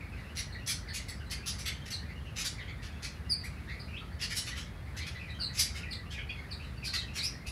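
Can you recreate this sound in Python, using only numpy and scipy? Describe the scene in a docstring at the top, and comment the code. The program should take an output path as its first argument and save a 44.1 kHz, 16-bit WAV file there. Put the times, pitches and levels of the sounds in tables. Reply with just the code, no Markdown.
"""A roofed, paved aviary where a peacock stands, heard on one microphone among small chattering birds.
From the start, soft warbles mix with dry, rustling rasps of fluttering noise; farther perches twitter.
Bright chirps slide in pitch, the loudest at 3.3 s, and crowd together from about 5 s to near the end.
Paving and roof answer each sound; a steady low rumble and a faint outdoor hiss lie under it all."""
import sys
import numpy as np
from scipy import signal
from scipy.fft import rfft, irfft, next_fast_len
from scipy.io import wavfile
from scipy.ndimage import map_coordinates

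SR = 44100
rng = np.random.default_rng(int(sys.argv[2]) if len(sys.argv) > 2 else 0)


def materialize(psi):
    """Save the field psi as 16-bit PCM at rate SR to the path in sys.argv[1].

    A 1-D psi becomes a single channel; in a 2-D psi each row is a channel.
    """
    bounded = np.clip(np.atleast_2d(psi).T, -1, 1)
    quanta = np.round(bounded * 32767).astype(np.int16)
    wavfile.write(sys.argv[1], SR, quanta)


N = 331191


def rasps():
    """Dry rasps ringing under the roof: longer ones resonate higher, brighter ones have less low end."""
    # one row a rasp: start_s, length_s, relative_level_db, brightness_db
    calls = [(0.349, 0.051, -42.5, 2), (0.66, 0.058, -33.5, 9), (0.928, 0.053, -41, 3.5),
             (1.079, 0.018, -48.5, 5), (1.298, 0.026, -44, 0.5), (1.455, 0.041, -37, 7.5),
             (1.579, 0.042, -43, 2.5), (1.652, 0.032, -37, 0), (1.855, .015, -45, -2),
             (1.901, 0.02, -39, 1.5), (2.351, .069, -45, -1.5), (2.439, 0.034, -38.5, 2.5),
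             (2.816, 0.045, -51.5, -5.5), (3.021, 0.038, -43.5, -1), (3.435, 0.024, -54.5, 17),
             (4.191, 0.059, -45, -5), (4.291, 0.034, -48, -2), (4.343, 0.05, -35.5, 8),
             (4.452, 0.047, -44.5, -2), (4.547, 0.065, -49, -4.5), (4.963, .019, -46, 1),
             (5.064, 0.011, -45, -7.5), (5.526, 0.075, -47.5, -1), (5.572, 0.051, -34.5, 10.5),
             (5.737, 0.062, -50.5, -2), (5.92, 0.019, -50, -4.5), (6.1, 0.036, -52.5, -5),
             (6.831, 0.048, -48.5, 7), (6.927, 0.034, -43.5, -6.5), (7.133, 0.057, -44, -0.5),
             (7.22, 0.03, -43.5, 18), (7.46, 0.03, -49.5, 11)]
    out = np.zeros(N)
    for start_s, length_s, level_db, brightness_db in calls:
        peak_hz = 4320 + 18100 * length_s
        sound = rasp(length_s, peak_hz, low_db=-3.5 - brightness_db, top_db=-7.5 + .38 * brightness_db)
        add(out, start_s, amp(level_db + 4.5) * aviary(sound, early_db=2.5, tail_db=2))
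    return out


def rasp(length_s, peak_hz, low_db, top_db, width_hz=2250, flutter_hz=237.2):
    """Noise chopped by an uneven flutter, coloured by one broad and many small resonances."""
    # spectra of the rasp's low, main and top bands: frequency_hz, density_db
    low_band = [(700, -65), (1150, -10), (1550, -2.5), (2100, 1.5), (2900, 1), (3700, -4), (5500, -52)]
    main_band = [(1800, -13), (3000, -1.5), (4100, 2.5), (5600, 1), (6900, -0.5), (7600, -2), (11000, -20)]
    top_band = [(5500, -48), (7800, 3), (8900, -4.5), (10300, 5), (11400, 0), (12400, -6.5), (14200, -8),
                (15800, -28)]
    size = SR // 6
    effort = swell(np.arange(size) / SR / length_s, crest=.6, fullness=.9)
    main = unit(filtered(noise(main_band, size), lambda hz: 1 / (1 + 2j * (hz - peak_hz) / width_hz)))
    low = amp(low_db) * noise(low_band, size)
    top = amp(top_db) * np.sqrt(effort) * noise(top_band, size)  # comes in as the effort peaks
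    cycles = np.cumsum(flutter_hz * np.exp(.358 * wobble(172.6, size))) / SR
    pulses = np.exp(.6 * np.cos(2 * np.pi * cycles))
    flutter = unit(pulses * amp(3.5 * wobble(110, size)))
    ripple_hz = np.arange(0, SR / 2, 260)  # small resonances, new for every rasp
    ripple = unit(amp(5 * rng.uniform(-1, 1, len(ripple_hz))))
    return filtered((main + low + top) * flutter * effort, lambda hz: np.interp(hz, ripple_hz, ripple))


def chirps():
    """High sliding chirps: soft ones hoarse and far off in the echo, the loudest close and nearly pure."""
    # one row a chirp: start_s, length_s, pitch_hz at the onset, slide_octaves, level_db
    calls = [(0.518, .024, 4590, -0.18, -46), (.88, 0.042, 4630, -.08, -44.5),
             (1.912, 0.056, 4700, -0.19, -36.5), (2.582, 0.075, 4320, -0.77, -53),
             (3.293, 0.058, 5193, -.21, -26.5), (3.794, 0.018, 4680, -0.075, -42.5),
             (4.215, 0.04, 5000, -0.17, -36), (4.999, .041, 4620, -0.4, -45),
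             (5.299, 0.016, 4300, -0.1, -46), (5.391, .085, 4816, -.22, -35.5),
             (5.577, 0.055, 5005, -.06, -30), (5.905, .044, 5124, -0.48, -37),
             (6.507, 0.036, 5450, -0.46, -40), (6.837, .076, 5090, -.26, -37.5),
             (6.927, 0.085, 5030, -0.4, -35), (7.174, 0.053, 4300, -0.11, -36),
             (7.22, 0.066, 4270, 0.54, -33)]
    clear_above_db = -37
    out = np.zeros(N)
    for start_s, length_s, pitch_hz, slide_octaves, level_db in calls:
        push_db = level_db - clear_above_db
        hoarse = .62 - .045 * max(0, push_db)
        overtone_db = -19 + .22 * push_db  # overtones grow with effort
        note = whistle(length_s, pitch_hz, slide_octaves, overtone_db, hoarse)
        add(out, start_s, amp(level_db) * aviary(note, early_db=-2, tail_db=-4 - .18 * push_db))
    return out


def warbles():
    """Lower sliding notes from nearer perches, reedy where their overtone meets the throat resonance."""
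    # one row a note: start_s, length_s, pitch_hz at the onset, slide_octaves, relative_level_db
    calls = [(.005, 0.016, 2490, -0.034, -50.5), (0.118, 0.028, 2800, -.2, -58),
             (0.158, 0.075, 2298, -0.25, -56.5), (0.542, 0.031, 2306, -0.33, -50.5),
             (0.677, 0.028, 1940, 0.32, -46), (0.868, 0.058, 2450, -0.54, -51.5),
             (0.995, 0.018, 2050, -0.083, -49.5), (1.081, 0.029, 2137, -0.17, -52.5),
             (1.634, 0.11, 2060, 0.13, -50.5), (2.077, 0.057, 2040, 0.14, -55),
             (2.574, 0.066, 2340, -0.34, -50), (2.672, 0.051, 2127, 0.0034, -51),
             (3.433, 0.038, 1885, 0.28, -47.5), (3.667, 0.092, 1670, 0.52, -50),
             (3.926, .06, 2410, 0.14, -49.5), (3.958, 0.0337, 2620, 0.58, -50),
             (4.499, 0.059, 1900, 0.037, -50), (4.935, .14, 1570, 0.78, -52),
             (5.142, 0.051, 2084, -0.14, -50), (5.181, 0.093, 2450, 0, -53.5),
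             (5.274, 0.044, 2040, -0.095, -52.5), (5.742, 0.055, 2130, 0.066, -53),
             (5.826, 0.03, 2577, -0.012, -47.5), (6.126, .12, 2524, -0.14, -50),
             (6.182, 0.024, 3080, .1, -49.5), (6.29, 0.022, 2397, 0.17, -43),
             (6.296, 0.018, 3080, 0.154, -47), (6.346, .079, 2134, -0.00098, -54.5),
             (6.59, 0.0426, 2370, .22, -56), (6.823, .037, 2410, -0.043, -48),
             (7.183, 0.1, 2080, 0.44, -49.5), (7.45, 0.056, 2420, 0.19, -51.5)]
    throat_hz, fall_db_per_octave = 4020, 40
    out = np.zeros(N)
    for start_s, length_s, pitch_hz, slide_octaves, level_db in calls:
        overtone_hz = 2 * pitch_hz * 2 ** (slide_octaves / 2)
        overtone_db = -9 - fall_db_per_octave * abs(np.log2(overtone_hz / throat_hz))
        note = whistle(length_s, pitch_hz, slide_octaves, overtone_db, hoarse=.328)
        add(out, start_s, amp(level_db + 6) * aviary(note, early_db=-4.5, tail_db=-4.5))
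    return out


def whistle(length_s, start_hz, slide_octaves, overtone_db, hoarse):
    """One note: a falling one drops fast and settles, a rising one climbs evenly."""
    size = SR // 6
    progress = np.clip(np.arange(size) / SR / length_s, 0, 1)
    end_hz = start_hz * 2 ** slide_octaves
    bend = 1.9 if end_hz < start_hz else 1.05
    pitch_hz = end_hz + (start_hz - end_hz) * (1 - progress) ** bend
    quaver_hz = (20 + 260 * hoarse) * wobble(260, size)
    phase = 2 * np.pi * np.cumsum(pitch_hz + quaver_hz) / SR
    overtones = amp(overtone_db) * (np.sin(2 * phase) + amp(-15.5) * np.sin(3 * phase))
    # irregular vibration shakes the tone into a band, and its overtones more so
    shake = np.sqrt(1 - hoarse ** 2) + hoarse * wobble(1000, size)
    scratch = unit(1 + 3 * hoarse * wobble(1600, size))
    effort = swell(progress, crest=.42, fullness=1.1)
    return unit(np.sin(phase) * shake + overtones * scratch) * effort


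def twitter(count):
    """Faint, scratchy notes from farther perches blend in the echo; most lie near the middle pitch."""
    # typical strength of a far note over time: time_s, level_db
    levels = [(0, -58), (.3, -61), (1, -56), (2.3, -60), (2.7, -57), (3.1, -62), (3.6, -58), (4.4, -58),
              (4.85, -61), (5.2, -55), (5.8, -54), (6.2, -51.5), (6.55, -57), (7, -55), (7.5, -60)]
    middle_hz, spread_octaves, scatter_db, tilt_db_per_octave = 2450, 1.1, 7, -2.5
    out = np.zeros(N)
    for k, (delay, pitch_a, pitch_b, glide, strength) in enumerate(rng.uniform(-1, 1, (count, 5))):
        start_s = (k + delay) / count * N / SR
        octaves = spread_octaves * (pitch_a + pitch_b) / 2
        typical_db = np.interp(start_s, *np.transpose(levels))
        level_db = typical_db + scatter_db * strength + tilt_db_per_octave * octaves
        note = whistle(.0282, middle_hz * 2 ** octaves, .25 * glide, overtone_db=-17.5, hoarse=.27)
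        add(out, start_s, amp(level_db) * note)
    return aviary(out, early_db=-2.5, tail_db=0)[:N]


def aviary(x, early_db, tail_db):
    """At the microphone: the direct sound, first echoes off paving and frames, a tail under the roof."""
    # time the tail takes to fall 60 dB: frequency_hz, decay_s
    decay_times = [(500, 0.14), (2000, 0.28), (5000, 0.28), (10000, 0.24), (15000, 0.031)]
    build_up_s, echoes = .0087, 8
    hz, t, spectra = signal.stft(rng.standard_normal(SR // 2), SR, nperseg=256)
    decay = amp(-60 * t / along(decay_times, hz)[:, None])
    tail = signal.istft(spectra * decay, SR, nperseg=256)[1]
    tail *= 1 - np.exp(-np.arange(len(tail)) / SR / build_up_s)
    response = amp(tail_db) * tail / np.linalg.norm(tail)
    delays = (rng.uniform(.002, .024, size=echoes) * SR).astype(int)
    response[delays] += amp(early_db) * rng.choice([-1, 1], size=echoes) / np.sqrt(echoes)
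    response[0] += 1  # the direct path
    return signal.fftconvolve(x, response / np.linalg.norm(response))


def background():
    """The bed of the place: a steady rumble with a narrow drone in it, and thin outdoor hiss."""
    # spectra of rumble, hiss and drone: frequency_hz, density_db
    rumble_band = [(13, -54), (22, -65), (48, -2.5), (69, 0.5), (188, -10.5), (318, -21.5), (900, -28.5),
                   (1170, -35.5), (1980, -120)]
    hiss_band = [(300, -52), (700, -9.5), (1200, 7), (2000, 7), (3000, -5), (4300, -2.5), (6000, -13),
                 (8000, -15.5), (10700, -12), (13000, -18.5), (15700, -32)]
    drone_band = [(50, -52), (63, -2), (69, 6.5), (75, 13.5), (90, -46.5)]
    drone = amp(-53) * noise(drone_band, N)
    rumble = amp(-43) * noise(rumble_band, N)
    drift = amp(.7 * wobble(4, N))
    hiss = amp(-57) * drift * noise(hiss_band, N)
    return rumble + drone + hiss


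def amp(db):
    """Decibels to gain."""
    return 10 ** (np.asarray(db) / 20)


def unit(x):
    """x at rms 1."""
    return x / np.sqrt(np.mean(x ** 2) + 1e-20)


def along(points, hz):
    """(frequency_hz, value) points read on a log frequency axis."""
    point_hz, values = np.transpose(points)
    return np.interp(np.log(hz + 1), np.log(point_hz + 1), values)


def filtered(x, response):
    """x through a filter whose gain is response(hz)."""
    padded = next_fast_len(len(x) + 2048)
    return irfft(rfft(x, padded) * response(np.fft.rfftfreq(padded, 1 / SR)), padded)[:len(x)]


def noise(spectrum, size):
    """Noise of rms 1 with the given spectral shape."""
    return unit(filtered(rng.standard_normal(size), lambda hz: amp(along(spectrum, hz))))


def wobble(rate, size):
    """A smooth random curve, rate knots a second."""
    knots = rng.standard_normal(size // 16 + 4)
    return map_coordinates(knots, [np.arange(size) * rate / SR], mode="wrap")


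def swell(progress, crest, fullness):
    """A sound's rise and fall over progress = 0..1, loudest at the crest."""
    skewed = np.interp(progress, [0, crest, 1], [0, .5, 1])
    return np.abs(np.sin(np.pi * skewed)) ** fullness


def add(track, start_s, sound):
    """Mix a sound into the track at start_s."""
    start = max(0, round(start_s * SR))
    part = track[start:start + len(sound)]
    part += sound[:len(part)]


def scene():
    """Near and far birds over the background, in one channel."""
    return (rasps() + chirps() + warbles() + twitter(count=290) + background())[None]


def record(dry):
    """The microphone channel passes nothing above its band limit."""
    limit_hz = 15750
    return np.array([filtered(x, lambda hz: hz < limit_hz) for x in dry])


dry = scene()
out = record(dry)
materialize(out)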